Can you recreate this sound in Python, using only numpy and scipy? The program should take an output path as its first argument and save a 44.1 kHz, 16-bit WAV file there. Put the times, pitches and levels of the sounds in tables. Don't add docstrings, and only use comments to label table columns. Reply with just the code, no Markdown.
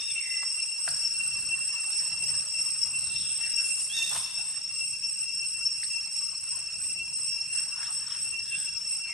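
import sys
import numpy as np
from scipy import signal
from scipy.fft import rfft, irfft, next_fast_len
from scipy.io import wavfile
from scipy.ndimage import uniform_filter1d, map_coordinates

SR = 44100
rng = np.random.default_rng(int(sys.argv[2]) if len(sys.argv) > 2 else 0)


def inscribe(sig):
    pcm = np.round(np.clip(np.atleast_2d(sig).T, -1, 1) * 32767)
    wavfile.write(sys.argv[1], SR, pcm.astype(np.int16))


N = 402633
TIME = np.arange(N) / SR


def amp(db):
    return 10 ** (np.asarray(db) / 20)


def unit(x):
    return x / np.sqrt(np.mean(x ** 2) + 1e-20)


def along(points, hz):
    point_hz, values = np.transpose(points)
    return np.interp(np.log(hz + 1), np.log(point_hz + 1), values)


def curves(rows):
    times, *columns = np.transpose(rows)
    return [np.interp(TIME, times, column) for column in columns]


def wobble(rate):
    knots = rng.standard_normal(int(N * rate / SR) + 4)
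    coarse_s = TIME[::32]
    return np.interp(TIME, coarse_s, map_coordinates(knots, [coarse_s * rate]))


def filtered(x, response):
    size = next_fast_len(N + SR // 4, real=True)
    return irfft(rfft(x, size) * response(np.fft.rfftfreq(size, 1 / SR)), size)[..., :N]


def add(track, sound, s):
    start = round(s * SR) - sound.shape[-1] // 2
    lo, hi = max(start, 0), min(start + sound.shape[-1], N)
    track[..., lo:hi] += sound[..., lo - start:hi - start]


def panned(x, pan_db):
    return x * amp(np.array([pan_db, -pan_db]).reshape(2, -1) / 2)


def diffuse(pair, colour=lambda hz: 1):
    # (frequency [Hz], correlation [ratio])
    likeness = [(60, 0.91), (200, 0.95), (370, 0.66), (1250, .7), (2700, 0.81), (5400, 0.55), (8100, 0.027),
                (12000, 0.022)]

    def mid_side_gains(hz):
        angle = np.arccos(np.clip(along(likeness, hz), -1, 1)) / 2
        return colour(hz) * np.array([np.cos(angle), np.sin(angle)])

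    mid, side = filtered(pair, mid_side_gains)
    return unit(np.array([mid + side, mid - side]))


def rush(spectrum, grain_db=0, grain_rate=300, patchy_db=0):
    grains = rng.standard_normal((2, N)) * amp(grain_db * wobble(grain_rate))
    frames = signal.stft(grains, nperseg=1024)[2]
    patches = uniform_filter1d(rng.standard_normal(frames.shape[1:]), size=5, axis=0)
    patches = uniform_filter1d(patches, size=4, axis=1)
    noise = signal.istft(frames * amp(patchy_db * unit(patches)), nperseg=1024)[1][:, :N]
    return diffuse(noise, lambda hz: amp(along(spectrum, hz)))


def band_noise(centre_hz, width_hz):
    hz = np.fft.rfftfreq(SR, 1 / SR) + 1
    detuning = (hz - centre_hz ** 2 / hz) / width_hz
    return unit(irfft(rfft(rng.standard_normal(SR)) / (1 + detuning ** 2 / 2), SR))


def tree_echo(x):
    # (frequency [Hz], time to fall 60 dB [s])
    decay_times = [(200, 0.17), (2000, 1.08), (5000, 2), (11000, 0.072)]
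    hz, t, frames = signal.stft(rng.standard_normal((2, SR)), SR, nperseg=256)
    decay = amp(-60 * t / along(decay_times, hz)[:, None])
    tail = signal.istft(frames * decay, SR, nperseg=256)[1]
    return signal.fftconvolve(np.atleast_2d(x), tail / np.linalg.norm(tail[0]), axes=1)[:, :N]


def forest_air():
    # (frequency [Hz], relative level [dB])
    rumble_spectrum = [(20, -33), (45, -4.5), (90, 1), (165, 0.5), (230, -9.5), (400, -14.5), (900, -28.5)]
    rustle_spectrum = [(200, -21), (450, -14.5), (750, -3.5), (1250, 0), (1800, -2), (3000, -10),
                       (4000, -4), (10000, -2), (12500, -46)]
    # (time [s], relative level [dB])
    rumble_swell = [(0.0, -65.5), (0.84, -72), (0.89, -57), (1.09, -65.5), (1.45, -53.5), (1.8, -69.5),
                    (2.34, -54), (2.52, -65), (3.2, -55.5), (3.38, -63.5), (4.02, -65.5), (4.17, -54.5),
                    (4.22, -63.5), (6.48, -65.5), (6.97, -58.5), (7.37, -63), (8.44, -61), (9.13, -65.5)]
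    rustle_swell = [(0, -63), (1.0, -59), (1.5, -56), (2.25, -55), (3.3, -58), (3.8, -61), (4.4, -56),
                    (4.9, -63), (6.8, -59.5), (7.3, -63.5), (7.9, -55.5), (8.3, -62), (9.13, -59)]
    (rumble_db,), (rustle_db,) = curves(rumble_swell), curves(rustle_swell)
    rustle = panned(rush(rustle_spectrum, grain_db=1.87, grain_rate=57, patchy_db=4), pan_db=-0.6)
    rumble = amp(rumble_db + 1.36 + 0.44 * wobble(16)) * rush(rumble_spectrum)
    return rumble + amp(rustle_db + 6) * rustle


def far_insect():
    # (frequency [Hz], relative level [dB])
    shrill_spectrum = [(3900, -60), (4130, -9), (4240, 14), (4330, 1), (4480, -38), (4700, -58)]
    return amp(-62 + 1.5 * wobble(5)) * rush(shrill_spectrum, grain_db=5, grain_rate=60)


def rasps():
    # (time [s], relative level [dB], centre [Hz], width [Hz], half length [s], slide [Hz/s])
    rasp_events = [(0.216, -53, 2200, 250, 0.091, -2500), (3.186, -52, 3670, 553, 0.12, -2800),
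                   (3.463, -54, 1880, 450, 0.042, -2000), (3.606, -58, 1560, 220, 0.028, -1500),
                   (4.198, -53, 3440, 297, 0.038, 0), (7.589, -58.5, 1720, 600, 0.06, 0),
                   (7.823, -51.5, 1550, 350, 0.037, 3023), (7.853, -54.5, 3420, 600, 0.023, 4000),
                   (7.895, -55, 1130, 300, 0.017, 0), (8.125, -56.5, 1540, 776, 0.048, 0),
                   (8.123, -52.5, 3300, 700, 0.03, 8), (8.569, -60.5, 1640, 200, 0.097, -600),
                   (8.563, -55, 3380, 350, 0.067, -600), (9.107, -54, 2320, 350, 0.04, -3000)]
    track, t = np.zeros(N), np.arange(SR) / SR - .5
    for s, db, hz, width_hz, half_s, slide in rasp_events:
        band = signal.hilbert(band_noise(hz, width_hz))
        sliding = np.real(band * np.exp(1j * np.pi * slide * t ** 2))
        add(track, amp(db) * sliding * np.exp(-(t / half_s) ** 2 / 2), s)
    track *= unit(amp(wobble(220)))
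    return amp(3) * panned(track, pan_db=6.5) + amp(-3) * tree_echo(track)


def glide(contour, partials, lead, waver, rough_db=3):
    hz, db = curves(contour)
    phase = 2 * np.pi * np.cumsum(hz / lead * (1 + waver * wobble(420))) / SR
    sounding = (TIME >= contour[0][0]) & (TIME <= contour[-1][0])
    gate = uniform_filter1d(1.0 * sounding, size=400)
    voice = sum(amp(level) * np.sin(round(k) * phase) for k, level in partials)
    return gate * amp(db + rough_db * wobble(260)) * voice


def calls():
    # (time [s], pitch [Hz], relative level [dB])
    squeal_contours = [
        [(0, 3640, -38), (.04, 3640, -36), (.08, 3700, -40), (.115, 3550, -34), (.145, 3300, -59)],
        [(3.89, 3200, -45), (3.925, 3340, -32), (3.95, 3720, -29), (4.0, 3600, -26), (4.05, 3640, -30),
         (4.095, 3600, -34), (4.13, 3300, -40)],
    ]
    whistle_contours = [
        [(.15, 2350, -62), (.19, 2190, -59), (.25, 2050, -48), (.3, 2038, -47), (.44, 2019, -44.5),
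         (.47, 2015, -58)],
        [(9.04, 2600, -62), (9.07, 2400, -56), (9.1, 2160, -51), (9.13, 2110, -39)],
    ]
    # (harmonic [number], relative level [dB])
    squeal_partials = [(2, -25), (3, -22), (4, -5.5), (5, -25), (7, -16), (10, -21)]
    squeals = sum(glide(contour, squeal_partials, lead=4, waver=0.012) for contour in squeal_contours)
    whistles = sum(glide(contour, [(1, 0)], lead=1, waver=0.005) for contour in whistle_contours)
    voices = squeals + whistles
    return amp(0.5) * panned(voices, pan_db=-4.5) + amp(-11) * tree_echo(voices)


def dry_leaves():
    # (start [s], hold [s], crisp level [dB], crunch level [dB])
    stirs = [(0.895, .015, -38, -49), (3.64, .04, -33.5, -48.5), (3.8, 0.032, -34, -48),
             (3.976, 0.15, -65, -39.5), (4.165, 0.052, -40, -50), (4.84, 0.083, -42, -62)]
    # (frequency [Hz], relative level [dB])
    crisp_spectrum = [(5000, -44.5), (7500, 2), (9000, 6), (9800, 2.5), (10700, -24), (12500, -34),
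                      (14000, -45)]
    crunch_spectrum = [(800, -14), (3500, -7), (4700, -0.5), (6500, 3.5), (9000, -3), (11500, -3.5),
                       (13500, -20)]
    rise_s, fall_s = 0.041, 0.079
    crisp_gain = crunch_gain = amp(-75)
    for s, hold_s, crisp_db, crunch_db in stirs:
        stir = np.exp(np.minimum(TIME - s, 0) / rise_s - np.maximum(TIME - s - hold_s, 0) / fall_s)
        crisp_gain = crisp_gain + amp(crisp_db) * stir
        crunch_gain = crunch_gain + amp(crunch_db) * stir
    crisp = crisp_gain * rush(crisp_spectrum, grain_db=-0.5, grain_rate=600)
    crunch = crunch_gain * rush(crunch_spectrum, grain_db=4, grain_rate=320)
    return crisp + crunch


def scuffs():
    # (time [s], level [dB], centre [Hz], width [Hz], decay [s], left over right [dB])
    contacts = [(0.431, -44, 1130, 1150, 0.006, 9), (.879, -30.5, 1500, 590, 0.0041, 5),
                (.88, -44.5, 716, 200, 0.0049, 20.5), (.889, -31.5, 9500, 800, .003, -10),
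                (0.889, -33.5, 4650, 600, .005, 4), (4.126, -42.5, 995, 700, 0.016, 2),
                (4.16, -35.5, 1040, 400, 0.012, 4.5), (4.165, -38.5, 3040, 2200, 0.017, -1),
                (4.177, -36, 9000, 1000, 0.055, 3), (5.832, -41, 1930, 600, 0.0036, -3),
                (5.841, -39.5, 4430, 800, 0.0059, 6)]
    track, t = np.zeros((2, N)), np.arange(SR) / SR - .5
    for s, db, hz, width_hz, decay_s, pan_db in contacts:
        envelope = np.exp(-np.abs(t) / decay_s * np.where(t < 0, 1.5, 1))
        add(track, panned(amp(db) * band_noise(hz, width_hz) * envelope, pan_db), s)
    return track + amp(-6) * tree_echo(track)


def flutter(depth_db, rate=18, span_s=0.43):
    swells = wobble(rate)
    return depth_db * unit(swells - uniform_filter1d(swells, int(span_s * SR)))


def throb(first_crest_s=0.17):
    # (time [s], period [s])
    pace = [(0, .359), (4.5, .359), (5, .341), (9.13, .343)]
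    period_s, = curves(pace)
    beats = np.cumsum(1 / period_s) / SR
    return np.cos(2 * np.pi * (beats - np.interp(first_crest_s, TIME, beats)))


def ring_levels():
    # (time [s], level [dB])
    low_swell = [(0, -43.5), (.7, -39.5), (.95, -50), (1.3, -40.5), (1.75, -40), (2.7, -48.5),
                 (3.25, -41.5), (3.95, -42), (4.35, -47), (5.6, -44), (6.2, -49), (6.65, -47.5),
                 (7.6, -42.5), (8.0, -52.5), (8.25, -47.5), (9.13, -46.5)]
    middle_swell = [(0.0, -36.5), (0.25, -39.5), (0.4, -32.5), (0.8, -38), (1.0, -32.5), (1.45, -40),
                    (2.2, -34.0), (2.44, -38.5), (2.59, -32.5), (3.09, -39.5), (3.49, -34), (4.04, -39.5),
                    (5.84, -35), (7.08, -41), (7.23, -35.5), (8.63, -40.5), (8.78, -35), (9.13, -39.5)]
    # (time [s], mean level [dB], throb depth [dB])
    top_swell = [(0, -41, 3), (1.6, -37.5, 2), (3.4, -37.5, 0.9), (4.6, -42.5, 3), (5.3, -41, 3),
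                 (6.4, -42, 3.5), (6.9, -42, 7), (7.7, -41, 5.5), (9.13, -43, 6.5)]
    # (time [s], peak level [dB])
    surges = [(.19, -32.5), (1.22, -32), (1.53, -29), (1.76, -34), (2.22, -36.5), (2.57, -36.5),
              (2.97, -34.5), (3.6, -33), (4.021, -29), (4.84, -34), (5.43, -35.5), (5.97, -34),
              (7.0, -31.5), (8.372, -30.5), (8.54, -32.5), (9.05, -35)]
    surge_half_s = 0.025
    (low_db,), (middle_db,) = curves(low_swell), curves(middle_swell)
    top_db, throb_db = curves(top_swell)
    surge = sum(amp(db) * np.exp(-((TIME - s) / surge_half_s) ** 2 / 2) for s, db in surges)
    low_gain = np.hypot(amp(low_db + flutter(depth_db=3.5)), surge)
    return (20 * np.log10(low_gain),
            middle_db + flutter(depth_db=2.5),
            top_db + throb_db * throb() + flutter(depth_db=1.5))


def tymbal_cycles(click_hz, spread, drift, jitter, insects=4):
    offsets = spread * np.linspace(-1, 1, insects)
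    rates_hz = [click_hz * (1 + offset + drift * wobble(14) + jitter * wobble(130)) for offset in offsets]
    return [np.cumsum(hz) / SR % 1 for hz in rates_hz]


def body_ring(cycles, overtones, even_s):
    phase = 2 * np.pi * np.arange(4096) / 4096
    wave = sum(amp(db) * np.sin(round(k) * phase) for k, db in overtones)
    insects = sum(wave[(cycle * len(wave)).astype(int)] for cycle in cycles)
    chorus = diffuse(tree_echo(insects))
    power = uniform_filter1d(np.mean(chorus ** 2, axis=0), int(even_s * SR))
    return chorus / np.sqrt(np.abs(power) + 0.00092)


def cicadas():
    # (harmonic [number], relative level [dB])
    low_tones = [(5, 5)]
    middle_tones = [(10, 2.5)]
    top_tones = [(14, -21.5), (15, -0.5), (16, -18), (17, -22.5), (18, -35), (19, -24.5), (20, -10)]
    side_tones = [(4, -10.5), (6, -6.5), (9, 0), (11, 6), (12, 4), (13, 1.5), (14, -3.5), (16, 10.5),
                  (22, 0.5)]
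    # (frequency [Hz], relative level [dB])
    buzz_spectrum = [(1900, -55), (2300, -13), (2650, 2.5), (2900, -4.5), (3500, -30.5), (4000, -20.5),
                     (4550, -56.5), (5250, 11), (5700, 0), (6300, -16.5), (7300, -12), (9000, -26),
                     (11000, -44), (12600, -67)]
    sizzle_spectrum = [(6500, -37), (7300, -16), (7850, 1), (8430, 1), (8850, -9), (9500, -8.5),
                       (10100, -14.5), (10600, -6.5), (11300, -15), (11700, -21), (12600, -32.5)]
    slower_hz, faster_hz = 542.7, 544.1
    low_db, middle_db, top_db = ring_levels()
    slower = tymbal_cycles(slower_hz, spread=.001, drift=.0035, jitter=.0045)
    faster = tymbal_cycles(faster_hz, spread=.001, drift=.0025, jitter=.0044)
    ragged = tymbal_cycles(faster_hz, spread=.002, drift=.004, jitter=.007)
    low = amp(low_db - 0.5) * panned(body_ring(slower, low_tones, even_s=0.089), pan_db=3.5)
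    middle = amp(middle_db + 0.96) * body_ring(faster, middle_tones, even_s=0.086)
    middle = panned(middle, pan_db=1.4 + 1.5 * wobble(8))
    top = amp(top_db + 5) * panned(body_ring(slower, top_tones, even_s=0.096), pan_db=0.1)
    effort_db = 0.26 * top_db + 0.44 * middle_db
    sides = amp(effort_db - 23) * panned(body_ring(ragged, side_tones, even_s=0.082), pan_db=5)
    buzz = amp(effort_db - 19.5) * panned(rush(buzz_spectrum, grain_db=3, patchy_db=4), pan_db=3.5)
    sizzle = amp(0.92 * top_db - 11.5) * rush(sizzle_spectrum, grain_db=6.5, patchy_db=7)
    return low + middle + top + sides + buzz + sizzle


def scene():
    return cicadas() + far_insect() + calls() + rasps() + scuffs() + dry_leaves() + forest_air()


def record(dry):
    limit_hz = 13800
    return filtered(dry, lambda hz: hz < limit_hz)


dry = scene()
out = record(dry)
inscribe(out)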